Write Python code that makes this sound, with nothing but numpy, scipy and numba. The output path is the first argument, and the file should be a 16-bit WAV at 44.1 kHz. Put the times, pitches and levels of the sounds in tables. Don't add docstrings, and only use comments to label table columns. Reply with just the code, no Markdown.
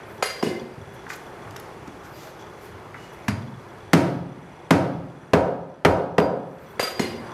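import sys
import numpy as np
from scipy import signal
from scipy.fft import rfft, irfft
from scipy.io import wavfile
from scipy.ndimage import uniform_filter1d
from numba import njit

SR = 44100
rng = np.random.default_rng(int(sys.argv[2]) if len(sys.argv) > 2 else 0)


def wav_record(signal):
    frames = np.transpose(np.atleast_2d(signal))
    bounded = np.clip(frames, -1, 1)
    quanta = np.round(bounded * 32767).astype(np.int16)
    wavfile.write(sys.argv[1], SR, quanta)


def ratio_of_db(decibels):
    return 10 ** (np.asarray(decibels, float) / 20)


N = 323416
T = np.arange(N) / SR

# frequency in Hz, level in dB.
BONE_SPECTRUM = [(300, 7.5), (1000, 11.5), (2000, 11), (3500, -1.5), (5000, -3), (8000, -12), (12000, -14),
                 (14500, -18), (16500, -54)]


def unit(x):
    return x / np.sqrt(np.mean(x ** 2))


def along(table, hz):
    table_hz, value = np.transpose(table)
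    return np.interp(np.log(hz), np.log(table_hz), value)


def band(x, hz, width):
    edges = [hz / width, min(hz * width, .49 * SR)]
    return signal.sosfilt(signal.butter(2, edges, "bandpass", fs=SR, output="sos"), x)


def spread(table, size, tilt_db):
    hz = np.fft.rfftfreq(size, 1 / SR) + 1
    return ratio_of_db(along(table, hz) + tilt_db * np.log2(hz / 2000))


def coloured(table, size, tilt_db=0.):
    return unit(irfft(rfft(rng.standard_normal(size)) * spread(table, size, tilt_db), size))


def add(out, s, x):
    i = int(s * SR)
    out[i:i + len(x)] += x[:N - i]


def walk(rate):
    k = int(SR / rate)
    held = np.repeat(rng.standard_normal(N // k + 1), k)
    return uniform_filter1d(uniform_filter1d(held, k), k)[:N]


def ring(modes, seconds, scatter_db, push, longest=.55, loose=1):
    t = np.arange(int(seconds * SR)) / SR
    hz, db, t60 = np.array(modes, float).T[:, :, None]
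    share, turn = rng.standard_normal((2, len(modes), 1))
    phase = loose * turn + np.pi * (loose < 1) * np.arange(len(modes))[:, None]
    decay = ratio_of_db(-60 * t / np.clip(t60, .005, longest))
    y = ratio_of_db(db + scatter_db * share) * np.sin(2 * np.pi * hz * t + phase) * decay
    return y.sum(0) / np.sqrt(np.sum(ratio_of_db(2 * db))) * (1 - np.exp(-t / push))


def wood(s, thud_db, thud_hz, knock_db):
    # frequency in Hz, level in dB, t60 in seconds.
    block_modes = [(349, -3, 0.013), (423, 0.5, 0.02), (411, -1.5, 0.031), (520.4, 4.5, 0.022),
                   (636.6, 2.5, 0.015), (754, 2, 0.024), (938, -15, 0.06), (1004, -5, 0.027),
                   (1260, -8.5, 0.018), (1625, -1, 0.0077)]
    # ratio to the thud pitch, level in dB, t60 in seconds.
    counter_modes = [(.62, -9, .04), (1, 0, .05), (1.3, -4, .04), (1.56, -2, .06), (1.95, -3, .04)]
    out = np.zeros(N)
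    block = np.minimum(block_modes, [20000, 20, .045])
    counter = np.minimum(counter_modes, [3, 20, .08]) * [thud_hz, 1, 1]
    add(out, s, ratio_of_db(knock_db + 17.5) * ring(block, .2, 0.93, 0.0016, loose=0.12))
    add(out, s + 0.0017, ratio_of_db(thud_db + 10.0) * ring(counter, .3, 1.03, 0.0014, loose=0.3))
    return out


def crack(fast, slow, slow_db, tilt_db=0.):
    t = np.arange(4096) / SR
    grain = ratio_of_db(3.2 * np.repeat(rng.standard_normal(64), 64))
    burst = np.exp(-(t / fast) ** 2) * (1 - np.exp(-t / 0.0012))
    crunch = ratio_of_db(slow_db) * grain * np.exp(-t / slow)
    return coloured(BONE_SPECTRUM, 4096, tilt_db) * (burst + crunch)


def sideways(db, tilt_db):
    return ratio_of_db(db) * unit(np.roll(irfft(spread(BONE_SPECTRUM, 256, tilt_db)), 128))


def strokes():
    # start in seconds, counter thud in dB, thud pitch in Hz, block knock in dB, bone crack in dB.
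    chops = [
        (3.28, -18.5, 126, -38, -30),
        (3.931, -4.5, 170.5, -12.5, -15),
        (4.7056, -5, 176, -10.5, -17),
        (5.3325, -10.5, 177, -8, -14.5),
        (5.848, -9.5, 176, -6.5, -11),
        (6.180, -11.5, 182, -9.5, -20.5),
    ]
    body, cracks, echoed = np.zeros((3, N))
    for s, thud_db, thud_hz, knock_db, crack_db in chops:
        tilt_db = -1.27 + 0.28 * np.clip(thud_db - knock_db, -6, 8)
        body += wood(s + 0.002552, thud_db, thud_hz, knock_db)
        add(cracks, s + 0.001282, ratio_of_db(crack_db + 3.5) * crack(0.0088, 0.025, -9.5, tilt_db))
        add(echoed, s, sideways(crack_db + 4.6, tilt_db))
    return body, cracks, echoed


def snaps():
    # start in seconds, level in dB.
    later_bones = [
        (3.935, -36),
        (3.942, -28),
        (3.945, -10),
        (4.713, -28),
        (4.726, -60),
        (5.335, -20),
        (5.856, -12),
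        (6.202, -3),
    ]
    out = np.zeros(N)
    for s, db in later_bones:
        add(out, s, ratio_of_db(db) * crack(0.00045, 0.005, -59))
    return out


def blade(modes):
    hz = 1400 * 10 ** rng.random(260)
    swarm = np.transpose([hz, -3.0 * np.log2(hz / 4000), 0.55 * (hz / 4000) ** -.4])
    size = int(.7 * SR)
    chatter = walk(90)
    out = ratio_of_db(-3.5 + 2 * chatter[:size]) * ring(swarm, .7, 4., .0005)
    for k, (hz, db, t60) in enumerate(modes):
        twins = [(hz, 0, t60), (hz + 28 * rng.uniform(-1.4, 1.4), -6, t60)]
        flutter = chatter[(k + 1) * size // 4:][:size]
        out += ratio_of_db(db - 5 + 5 * flutter) * ring(twins, .7, 1., .0005, longest=1)
    return out


def cleaver_laid():
    # start in seconds, thud in dB, knock in dB, crack in dB, blade ring in dB.
    landings = [
        (.226, -64, -24, -19, -29.5),
        (.257, -62, -37, -43, -36),
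        (.427, -20, -26.5, -28.5, -37),
        (.465, -23.5, -38, -50, -40.5),
        (6.796, -56, -22.5, -21.5, -31),
        (6.826, -35, -30, -55, -30),
        (6.995, -20, -26, -27, -31),
    ]
    # frequency in Hz, level in dB, t60 in seconds.
    tip_modes = [(740, -2, .4), (1290, 3, .45), (2078, 6, .42), (2832, -5, .4), (4210, -5, .5),
                 (4805, 0, .62), (6735, -9, .45), (8970, -14, .35), (10820, -6, .3), (12905, -10, .4),
                 (14160, -28, .3), (15250, -30, .3)]
    # frequency in Hz, level in dB, t60 in seconds.
    heel_modes = [(740, -3, .4), (1290, -1, .4), (2050, -7, 0.35), (2900, -14, .3), (4250, -16, 0.3),
                  (4797, 3, 0.55), (6735, -13, 0.4), (7740, -21, 0.2), (9000, -13, .35), (10820, -20, 0.33),
                  (11600, -22, 0.33), (12905, -10, 0.5), (15000, -34, .3)]
    # frequency in Hz, level in dB, t60 in seconds.
    shaken_modes = [(1720, -7, .6), (2078, -1, .65), (2900, -3, .5), (4190, -3, .35), (4800, -5, .7),
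                    (5380, -8, .35), (6735, -10, .25), (12905, -18, .3)]
    body, cracks, echoed = np.zeros((3, N))
    for s, thud_db, knock_db, crack_db, ring_db in landings:
        resting_modes = tip_modes if s < N / SR / 2 else heel_modes
        on_handle = thud_db > knock_db
        modes = shaken_modes if on_handle else resting_modes
        reach = 1 if on_handle else .6
        knock = wood(s, thud_db, 230, knock_db)
        body += reach * knock
        cracks += (1 - reach) * knock
        add(cracks, s - .001, ratio_of_db(crack_db) * crack(0.0037, 0.01, -8.5))
        add(cracks, s, ratio_of_db(ring_db) * blade(modes))
        add(echoed, s, reach * sideways(crack_db + 2.5, 4.8))
    return body, cracks, echoed


def tings():
    EDGE_HZ, HEEL_HZ, TIP_HZ, HOOK_HZ, LOOSE_HZ, BACK_HZ = 4797, 10820, 12905, 2900, 5900, 6735
    # start in seconds, level in dB, pitch in Hz, t60 in seconds.
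    touches = [(2.135, -49, EDGE_HZ, .35), (2.975, -50, HOOK_HZ, .5), (3.02, -47, HOOK_HZ, .55),
               (3.284, -40, EDGE_HZ, .45), (3.284, -42, HEEL_HZ, .2), (3.284, -48, BACK_HZ, .35),
               (5.852, -44, TIP_HZ, .3), (5.908, -40, EDGE_HZ, .15), (6.185, -46, TIP_HZ, .25),
               (6.207, -35, EDGE_HZ, .35), (6.7, -50, LOOSE_HZ, .05), (6.7, -50, 3400, .05),
               (2.25, -38, 640, .25)]
    out = np.zeros(N)
    for s, db, hz, t60 in touches:
        add(out, s, ratio_of_db(db) * ring([(hz, 0, t60)], .5, 0, .004))
    return ratio_of_db(-8.5 + 2 * walk(60)) * out


def ticks():
    # start in seconds, peak level in dB, pitch in Hz.
    small_contacts = [
        (1.065, -35, 1430),
        (1.1021, -24.5, 1740),
        (1.128, -34, 1630),
        (1.474, -34, 1150),
        (1.5604, -32, 1510),
        (1.88, -41, 1000),
        (2.2713, -40, 1300),
        (2.9428, -30, 1450),
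        (4.904, -40, 1130),
        (5.233, -36.5, 1180),
    ]
    out = np.zeros(N)
    for s, db, hz in small_contacts:
        add(out, s, ratio_of_db(db - 8) * band(crack(0.0029, 0.014, -3), hz, 1.4))
    return out


def bumps():
    # start in seconds, peak level in dB, pitch in Hz.
    soft_bumps = [(0.779, -19, 125), (1.058, -34, 278), (1.458, -26, 108), (1.875, -24, 278), (2, -36, 94),
                  (2.7, -33, 86), (2.865, -16.5, 99), (2.927, -53, 75), (3.528, -35, 163),
                  (3.831, -23, 100), (4.167, -3.5, 180), (4.949, -6, 174)]
    out = np.zeros(N)
    for s, db, hz in soft_bumps:
        t60 = .055 * ratio_of_db(-.4 * max(db + 30, 0))
        modes = [(hz, 0, t60), (0.665 * hz, -3, t60), (1.1 * hz, -4, t60)]
        add(out, s, ratio_of_db(db) * ring(modes, 0.37, 0.79, 0.0095))
    return out


def rustle():
    # middle in seconds, half length in seconds, level in dB, brightness in dB.
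    moves = [(0.947, .015, -59, 4), (1.107, 0.015, -38.5, -16), (1.136, 0.0083, -36.5, -9),
             (1.16, .01, -55, 9), (1.253, 0.045, -81, 15), (1.483, 0.011, -78, -2),
             (1.51, 0.0015, -39, -10), (1.566, 0.0037, -37, -8), (1.6, 0.0026, -40.5, 1),
             (1.878, 0.0039, -46, -20), (2.054, 0.018, -52, -20), (2.226, 0.069, -48, -11),
             (2.412, 0.017, -54, -16), (2.65, 0.047, -59, 4), (3.03, 0.056, -55, -22),
             (3.14, 0.012, -65, 8), (3.25, 0.012, -62, -12)]
    clicks = (rng.random(N) < 1500 / SR) * ratio_of_db(2.5 * rng.exponential(size=N)) * rng.standard_normal(N)
    stuff = unit(clicks) * .6 + rng.standard_normal(N)
    dull = unit(band(stuff, 3600, 2.2))
    bright = unit(band(band(stuff, 9800, 1.45), 9800, 1.5))
    handling = np.clip(np.minimum(T - .1, 3.9 - T) / .15, 0, 1)
    out = ratio_of_db(-63) * handling * (dull + ratio_of_db(-5) * bright)
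    for s, half, db, bright_db in moves:
        out += ratio_of_db(db) * np.exp(-((T - s) / half) ** 2) * (dull + ratio_of_db(bright_db) * bright)
    return ratio_of_db(-10.5) * out


def whistle():
    # time in seconds, pitch in Hz, level in dB.
    glides = [
        [(0.06, 11000, -71), (0.112, 13200, -64), (0.2, 11600, -72)],
        [(2.04, 11700, -71), (2.078, 11800, -67), (2.284, 12600, -65), (2.324, 11300, -74), (2.42, 11000, -76)],
        [(6.48, 12100, -77), (6.57, 12500, -76), (6.655, 13900, -65), (6.69, 13300, -70), (6.72, 13700, -61),
         (6.78, 14800, -76)],
    ]
    out = np.zeros(N)
    breathy = unit(signal.lfilter([1], [1, -.97], rng.standard_normal(N)))
    for rows in glides:
        s, hz, db = np.transpose(rows)
        phase = 2 * np.pi * np.cumsum(np.interp(T, s, hz) * (1 + .02 * walk(30))) / SR
        gate = uniform_filter1d(ratio_of_db(np.interp(T, s, db, left=-120, right=-120)), size=1500)
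        out += gate * ratio_of_db(2.7 * walk(37)) * breathy * np.sin(phase)
    return out


def room(x):
    # frequency in Hz, t60 in seconds.
    decay_times = [(60, 0.43), (125, 0.98), (250, 0.72), (500, 0.66), (1000, 0.72), (2000, 0.47),
                   (4000, 0.62), (8000, 0.34), (14000, 0.73)]
    # frequency in Hz, level in dB.
    echo_levels = [(50, -4), (100, -5), (200, -8.5), (600, -1.5), (1500, -6.5), (4000, -9), (9000, -5.5),
                   (15000, -22)]
    # frequency in Hz, level in dB, t60 in seconds.
    standing_waves = [(111.4, 0, 0.86), (176, 8, 0.5), (233, -1, 0.93), (283.7, 5.5, 0.59),
                      (528.5, 6, 0.75)]
    t = np.arange(SR) / SR
    tail = ratio_of_db(-22.5) * ring(standing_waves, 1, 0, 0.0022, longest=0.99)
    for hz in 71 * 2 ** np.arange(0, 8.1, .5):
        fall = ratio_of_db(along(echo_levels, hz) - 60 * t / along(decay_times, hz))
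        tail += fall * band(rng.standard_normal(SR), hz, 2 ** 0.23)
    build_up = 1 - np.exp(-(t / 0.005) ** 2)
    return signal.fftconvolve(x, tail * build_up)[:N]


def fans():
    # frequency in Hz, level in dB per Hz.
    fan_spectrum = [(18, -46), (30, 6), (128, 3), (291, -4), (350, 4), (593, -3), (904, -2), (2160, -13),
                    (3130, -21), (3380, -24.5), (4530, -26), (5890, -31), (10300, -32.5), (13700, -42),
                    (16500, -70)]
    # time in seconds, level in dB.
    background_level = [(0, -3), (1, -1.5), (2, -4), (3, -4.5), (4, -3.5), (5, -4), (6, -9), (7.33, 3.5)]
    # frequency in Hz, level in dB, t60 in seconds.
    rattle_modes = [(390, 6, .08), (900, 3, .06), (3400, 2.5, .04), (5900, -1, .03)]
    noise, swell, air = coloured(fan_spectrum, size=N), walk(2.67), np.zeros(N)
    for hz in 35 * 2 ** np.arange(0, 9.1, .5):
        flicker = ratio_of_db(.7 * swell + 1.3 * walk(12))
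        air += flicker * band(np.roll(noise, rng.integers(N)), hz, 2 ** .25)
    taps = (rng.random(N) < 70 / SR) * ratio_of_db(2.2 * rng.exponential(size=N) + 2 * walk(3))
    loose = signal.fftconvolve(taps, ring(rattle_modes, .1, 0, 0.00011))[:N]
    level = ratio_of_db(-44.5 + np.interp(T, *np.transpose(background_level)))
    return level * (unit(air) + ratio_of_db(-14.5) * unit(loose))


def scene():
    chop_body, chop_cracks, chop_echoed = strokes()
    laid_body, laid_cracks, laid_echoed = cleaver_laid()
    near = chop_body + laid_body + snaps() + ticks() + bumps() + rustle()
    cracks = chop_cracks + laid_cracks
    echoes = ratio_of_db(-29) * room(near + chop_echoed + laid_echoed)
    return (near + cracks + echoes + tings() + whistle() + fans())[None]


@njit
def follow(x, attack, release):
    y, e = np.empty(len(x)), 0.
    for i in range(len(x)):
        e += (abs(x[i]) - e) * (attack if abs(x[i]) > e else release)
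        y[i] = e
    return y


def roll_off(x):
    return signal.sosfilt(signal.butter(12, 15750, fs=SR, output="sos"), x)


def record(dry):
    x = np.tanh(1.633 * dry[0]) / 1.108
    x = signal.sosfilt(signal.butter(2, 95, "highpass", fs=SR, output="sos"), x)
    x = signal.sosfilt(signal.butter(2, 14500, fs=SR, output="sos"), x)
    loudness = follow(x, 1 / (0.00043 * SR), 1 / (.3 * SR))
    ducked = ratio_of_db(4.5) * x * (1 + loudness / ratio_of_db(-21.5)) ** -.4
    hiss = ratio_of_db(-92) * rng.standard_normal(N)
    return roll_off(np.clip(ducked + hiss, -.9, .9)[None])


dry = scene()
out = record(dry)
wav_record(out)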